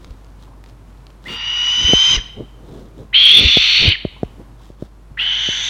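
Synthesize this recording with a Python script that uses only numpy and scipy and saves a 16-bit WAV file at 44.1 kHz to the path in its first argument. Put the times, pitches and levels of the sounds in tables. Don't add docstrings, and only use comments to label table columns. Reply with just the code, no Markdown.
import sys
import numpy as np
from scipy import signal
from scipy.fft import rfft, irfft, next_fast_len
from scipy.io import wavfile
from scipy.ndimage import uniform_filter1d, map_coordinates

SR = 44100
rng = np.random.default_rng(int(sys.argv[2]) if len(sys.argv) > 2 else 0)


def to_wav(s):
    ch = np.atleast_2d(s).T
    pcm = np.round(np.clip(ch, -1, 1) * 32767)
    wavfile.write(sys.argv[1], SR, pcm.astype(np.int16))


N = 250929


def amp(db):
    return 10 ** (np.asarray(db) / 20)


def unit(x):
    return x / np.sqrt(np.mean(np.abs(x) ** 2) + 1e-20)


def clock():
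    return np.arange(N) / SR


def along(points, hz):
    f, v = np.transpose(points)
    return np.interp(np.log(hz + 1), np.log(f + 1), v)


def curves(rows):
    s, *columns = np.transpose(rows)
    return [np.interp(clock(), np.sort(s), column) for column in columns]


def wobble(rate_hz):
    knots = rng.standard_normal(int(N * rate_hz / SR) + 4)
    return unit(map_coordinates(knots, [clock() * rate_hz]))


def filtered(x, response):
    size = next_fast_len(N + SR // 2)
    return irfft(rfft(x, size) * response(np.fft.rfftfreq(size, 1 / SR)), size)[:N]


def noise(spectrum):
    return unit(filtered(rng.standard_normal(N), lambda hz: amp(along(spectrum, hz))))


def pulse(spectrum, size=4096):
    cepstrum = irfft(np.log(amp(along(spectrum, np.fft.rfftfreq(size, 1 / SR)))))
    shape = irfft(np.exp(rfft(2 * cepstrum[:size // 2], size)))
    return shape / np.abs(shape).max()


def add(track, start_s, sound):
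    part = track[round(start_s * SR):][:len(sound)]
    part += sound[:len(part)]


def swells(rows):
    t = clock()
    return np.sqrt(sum(amp(db) ** 2 * np.exp(-((t - s) / half_s) ** 2) for s, db, half_s in rows))


# (frequency [Hz], level [dB])
AMBIENT_SPECTRUM = [(20, -9), (55, -9), (110, 6), (170, -3.5), (280, -5.5), (450, -11), (700, -14),
                    (1050, -14), (1700, -23), (3500, -29.5), (7000, -34.5), (11000, -37.5), (16000, -44.5)]


def background(hum_hz=50.2, hum_db=-42, ambient_db=-47):
    hum = unit(np.sin(2 * np.pi * hum_hz * clock())) * amp(hum_db + 0.76 * wobble(8.3))
    return hum + amp(ambient_db + wobble(3)) * noise(AMBIENT_SPECTRUM)


# (frequency [Hz], T60 [s])
ROOM_DECAY = [(200, 0.7), (1500, 0.74), (4000, 0.64), (7000, 0.38), (14000, 0.31)]


def room(x):
    hz, t, spectra = signal.stft(rng.standard_normal(SR), SR, nperseg=256)
    decay = amp(-60 * t / along(ROOM_DECAY, hz)[:, None])
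    tail = signal.istft(spectra * decay, SR, nperseg=256)[1]
    delayed = np.pad(x, (SR // 200, 0))
    return signal.fftconvolve(delayed, tail / np.linalg.norm(tail))[:N]


# (time [s], level [dB], half length [s])
HAND_SCUFFS = [(.483, -44, 0.004), (.53, -51, 0.023), (4.171, -44.5, .004), (4.611, -46.5, .004)]
# (frequency [Hz], level [dB])
SCUFF_SPECTRUM = [(300, -42), (750, 14), (1050, 17.5), (1500, -7.5), (2500, -37), (8000, -47)]


def scuffs():
    return swells(HAND_SCUFFS) * noise(SCUFF_SPECTRUM)


# (time [s], relative level [dB])
DRY_TICKS = [(0.0456, -25.5), (0.246, -34.5), (0.426, -33), (0.6399, -28.5), (0.6612, -35.5), (1.0679, -29),
             (1.2413, -37), (4.2334, -31)]
# (frequency [Hz], level [dB])
TICK_SPECTRUM = [(500, -0.5), (1800, -6), (3600, -3), (6500, -12.5), (10000, -28.5), (16000, -32)]


def ticks(t60_s=0.0092, gain_db=-6, faint_count=60, crumb_count=3, cluster_s=0.067, loss_db=7):
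    envelope, t = np.zeros(N), np.arange(SR // 20) / SR
    faint = [(u * N / SR, -54 + 10 * v) for u, v in rng.random((faint_count, 2))]
    crumbs = [(s + cluster_s * u, db - loss_db * k)
              for s, db in DRY_TICKS for k, u in enumerate(rng.random(crumb_count), 1)]
    for s, db in list(DRY_TICKS) + crumbs + faint:
        add(envelope, s, amp(db + gain_db - 60 * t / t60_s))
    return envelope * noise(TICK_SPECTRUM)


# (time [s], half length [s], rustle level [dB], draught level [dB])
BODY_SHIFTS = [(0.04, 0.1, -58, -50.5), (.43, .035, -57.5, -55), (.69, 0.029, -58.5, -54),
               (1.311, 0.037, -39.5, -35), (1.905, 0.018, -50.5, -27), (2.404, .025, -63.5, -31),
               (2.75, .085, -54, -36.5), (3.005, .03, -56, -35), (3.41, 0.051, -54.5, -26.5),
               (4.403, 0.018, -65, -37), (4.643, 0.053, -54.5, -58.5), (4.83, .03, -55, -48),
               (5.22, 0.023, -47, -52)]
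# (frequency [Hz], level [dB])
RUSTLE_SPECTRUM = [(500, -13.5), (1100, 3.5), (2400, -10.5), (3600, 0.5), (4600, -8.5), (5800, -9),
                   (8500, -15), (12000, -21.5), (15500, -20)]
DRAUGHT_SPECTRUM = [(30, -6), (110, 1.5), (240, 1.5), (430, -1.5), (650, -11), (1000, -22.5), (2500, -56),
                    (6000, -84)]


def body_shifts(grain_db=3):
    rustle_gain = swells([(s, db, half_s) for s, half_s, db, _ in BODY_SHIFTS])
    draught_gain = swells([(s, db, half_s) for s, half_s, _, db in BODY_SHIFTS])
    rustle = rustle_gain * noise(RUSTLE_SPECTRUM) * unit(amp(grain_db * wobble(500)))
    return rustle, draught_gain * noise(DRAUGHT_SPECTRUM)


def air_push(hz, rise_cycles=0.45):
    t = np.arange(SR // 5) / SR
    rise = t * hz / rise_cycles
    return -rise * np.exp(1 - rise) * np.sin(2 * np.pi * hz * t)


# (time [s], push level [dB], push frequency [Hz], flutter level [dB])
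WING_BEATS = [(0.104, -24.5, 52.3, -45), (1.844, -15, 63.56, -33), (2.166, -14, 43.2, -28.5),
              (3.449, -6.5, 65, -26), (3.877, -4, 87.7, -20), (5.114, -29, 119, -51)]
# (frequency [Hz], level [dB])
FLUTTER_SPECTRUM = [(30, 4), (120, 8), (250, 0), (430, -3.5), (650, -10.5), (1000, -23), (2500, -59),
                    (6000, -89)]


def wing_beats(lead_s=0.02, half_s=0.034):
    pushes = np.zeros(N)
    for s, db, hz, _ in WING_BEATS:
        add(pushes, s, amp(db) * air_push(hz))
    flutter_gain = swells([(s - lead_s, db, half_s) for s, _, _, db in WING_BEATS])
    return pushes + flutter_gain * noise(FLUTTER_SPECTRUM)


# (time [s], peak level [dB], pulse speed [ratio])
AIR_POPS = [(1.9343, 0.1, 1.07), (2.4067, -18, .9), (3.5708, -4.5, 1.05), (4.0509, -7, 0.91),
            (4.2317, -5.5, 1.035), (4.702, -27, 0.86), (4.824, -14.5, 0.86), (5.488, -16, 0.9)]
# (frequency [Hz], level [dB])
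POP_SPECTRUM = [(30, -30.5), (90, 5.5), (190, 8.5), (300, 4.5), (420, 6), (540, -2), (680, 0.5), (950, -23),
                (1500, -25), (3000, -52), (8000, -62.5)]


def pops(wake_delay_s=0.013, wake_db=-19.5, wake_hz=49.7):
    out, pop = np.zeros(N), pulse(POP_SPECTRUM)
    index = np.arange(len(pop))
    for s, db, speed in AIR_POPS:
        add(out, s, -amp(db) * np.interp(index * speed, index, pop))
        add(out, s + wake_delay_s, amp(db + wake_db) * air_push(wake_hz))
    return out


def resonance(hz, width_hz, stretch):
    band = filtered(rng.standard_normal(N), lambda f: np.hypot(1, (f - hz) / width_hz) ** -3)
    analytic = signal.hilbert(band, next_fast_len(N))[:N]
    drift = np.exp(2j * np.pi * hz * np.cumsum(stretch - 1) / SR)
    return unit((analytic * drift).real) * np.sqrt(width_hz)


def thin_whistle(time_s=3.77, level_db=-20, half_s=0.061, hz=4410, width_hz=60, waver=0.011):
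    stretch = 1 + waver * wobble(25)
    return swells([(time_s, level_db, half_s)]) * unit(resonance(hz, width_hz, stretch))


def throat_bands(throat, stretch):
    return [sum(amp(db) * resonance(hz, width_hz, stretch)
                for hz, width_hz, db in throat if low_hz < hz <= high_hz)
            for low_hz, high_hz in ((0, 2600), (2600, 3200), (3200, 5400), (5400, SR))]


def syrinx(hz, rough, octave_db, jitter=0.006, smear_hz=420, flutter_db=-0.5, upper_db=-58,
           blur_rad=0.3, swing_limit=1.1):
    rough = np.clip(rough, 0, 1)
    jittered_hz = hz * (1 + jitter * (0.5 + 2 * rough) * wobble(260))
    phase = 2 * np.pi * np.cumsum(jittered_hz) / SR
    chaos = unit(wobble(smear_hz) + 1j * wobble(smear_hz))
    steady = unit(amp(flutter_db * wobble(150)))
    tone = (np.sqrt(1 - rough) * steady + np.sqrt(rough) * chaos) * np.exp(1j * phase)
    tone /= np.hypot(1, np.abs(tone) / swing_limit)
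    turn = np.exp(1j * (np.angle(tone) + blur_rad * wobble(340)))
    harmonics = 1 + amp(octave_db) * turn + amp(upper_db) * (turn ** 2 + turn ** 3)
    return unit((tone * harmonics).real)


LOW_REGISTER_RATIO, DROP_BACK_S = 0.74, 0.024
PITCH_SCOOP, PITCH_SCOOP_S = 0.16, 0.005
PITCH_SAG, PITCH_SAG_S = 0.25, 0.018
THROAT_SCOOP, THROAT_SCOOP_S = 0.3, 0.009
SHUT_SIZZLE_DB, SHUT_EDGE_DB, SHUT_VOICE_DB = -36, -13.5, -2


def screech(call, contour, throat, waver=0.004, rasp_db=0.87, rise_s=0.0063, fall_s=0.0077):
    (start_s, end_s, chirp_s, chirp_db, hiss_start_db, hiss_end_db, open_db,
     open_s, close_s, octave_db, climb_per_s, edge_db_per_s) = call
    held_hz, whistle_db, rough = curves(contour)
    t = clock()
    age_s = np.clip(t - start_s, 0, end_s - start_s)
    left_s = np.clip(end_s - t, 0, end_s - start_s)
    from_middle_s = (age_s - left_s) / 2
    closing = np.exp(-left_s / close_s)
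    sizzle_db = open_db + SHUT_SIZZLE_DB * (np.exp(-age_s / open_s) + closing)

    stretch = 1 + climb_per_s * from_middle_s - THROAT_SCOOP * np.exp(-age_s / THROAT_SCOOP_S)
    low, core, edge, sizzle = throat_bands(throat, stretch)
    edge_gain = amp(edge_db_per_s * from_middle_s + SHUT_EDGE_DB * closing)
    hiss_gain = amp(np.interp(t, (start_s, end_s), (hiss_start_db, hiss_end_db)))
    hiss = hiss_gain * (low + core + edge_gain * edge) / np.std(low)
    hiss += amp(sizzle_db - 2.5) * unit(sizzle)
    in_low = uniform_filter1d(1.0 * ((age_s < chirp_s) | (left_s < DROP_BACK_S)), size=96)
    hiss *= (1 - 0.67 * in_low) * unit(amp(rasp_db * wobble(300)))

    scoop = PITCH_SCOOP * np.exp(-age_s / PITCH_SCOOP_S)
    sag = PITCH_SAG * np.exp(-left_s / PITCH_SAG_S)
    hz = held_hz * LOW_REGISTER_RATIO ** in_low * (1 + waver * wobble(22) - scoop - sag)
    overtone_db = np.minimum(octave_db + sizzle_db - whistle_db, -10)
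    tone_gain = in_low * amp(chirp_db) + (1 - in_low) * amp(whistle_db)
    tone = tone_gain * syrinx(hz, rough, overtone_db)

    attack = np.clip((t - start_s) / rise_s + 0.5, 0, 1)
    release = np.clip((end_s - t) / fall_s + 1, 0, 1)
    return attack * release * amp(SHUT_VOICE_DB * closing) * (tone + hiss)


# (start [s], end [s], chirp length [s], chirp level [dB], start hiss [dB], end hiss [dB],
#  relative open-beak sizzle [dB], beak opening [s], beak closing [s], octave offset from sizzle [dB],
#  resonance climb [1/s], edge band growth [dB/s])
BEGGING_CALLS = [(1.258, 2.19, .023, -32.5, -37, -25.5, -23, 0.39, 0.0076, -.5, .09, 6),
                 (3.131, 3.955, .012, -24, -23.5, -19.5, -31.5, .06, 0.04, -22.5, .03, 2),
                 (5.174, 5.8, .017, -27, -31.5, -32.5, -27.5, 0.18, .02, -6, .12, 7)]
# (time [s], pitch [Hz], level [dB], roughness [0-1])
CONTOUR_1 = [(1.29, 2830, -34, 0.1), (1.506, 2905, -20, 0.2), (1.828, 2992, -15.5, 0.16),
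             (1.868, 3046, -11, 0.14), (2.092, 3137, -13.5, 0.2), (2.132, 3160, -10.5, 0.2),
             (2.15, 3058, -18.5, 0.1)]
CONTOUR_2 = [(3.144, 2955, -10.5, 0.34), (3.16, 3185, -7, .5), (3.2, 3305, -9.5, .5), (3.3, 3239, -8, .8),
             (3.368, 3475, -5, 0.67), (3.425, 3497, -18, .55), (3.575, 3497, -11, .55),
             (3.614, 3500, -20, .55), (3.9, 3400, -32.5, .9)]
CONTOUR_3 = [(5.189, 2657, -18, .4), (5.21, 2901, -19.5, .6), (5.29, 3090, -18.5, 0.65),
             (5.399, 3045, -21.5, .8), (5.489, 3030, -21, 0.3), (5.68, 3025, -34, .45)]
# (centre [Hz], width [Hz], relative level [dB])
RESONANCES_1 = [(1024, 260, -3.5), (1433, 170, -2), (1943, 110, 3), (2345, 550, 0), (3070, 400, 3),
                (3720, 370, 2), (4856, 190, 1.5), (5900, 460, 2.5), (6700, 840, -15), (9000, 600, -31),
                (10000, 600, -31), (11300, 900, -32), (14000, 2000, -45)]
RESONANCES_2 = [(1430, 465, -16.5), (2105, 210, -5), (2445, 320, 1), (2902, 450, 4.5), (3600, 340, 4),
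                (4244, 370, 1), (5706, 600, 5.5), (7400, 1900, -17.5), (11300, 1100, -22.5),
                (12660, 780, -23.5), (14450, 900, -25)]
RESONANCES_3 = [(916, 260, -8), (1600, 240, 2.5), (2091, 410, 4.5), (2750, 380, 3.5), (3390, 370, 14.5),
                (4210, 750, -3), (6020, 530, 1.5), (7260, 540, -19.5), (10100, 750, -34), (12000, 500, -33)]


def owl():
    contours = (CONTOUR_1, CONTOUR_2, CONTOUR_3)
    throats = (RESONANCES_1, RESONANCES_2, RESONANCES_3)
    return sum(map(screech, BEGGING_CALLS, contours, throats)) + thin_whistle()


def scene(wet_db=-16):
    rustle, draught = body_shifts()
    bird = scuffs() + ticks() + rustle + owl()
    moving_air = draught + wing_beats() + pops()
    return (background() + amp(wet_db) * room(bird) + moving_air + bird)[None]


def record(dry, clip_level=0.99, top_hz=15900):
    clipped = np.clip(dry[0], -clip_level, clip_level)
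    return filtered(clipped, lambda hz: hz < top_hz)[None]


dry = scene()
out = record(dry)
to_wav(out)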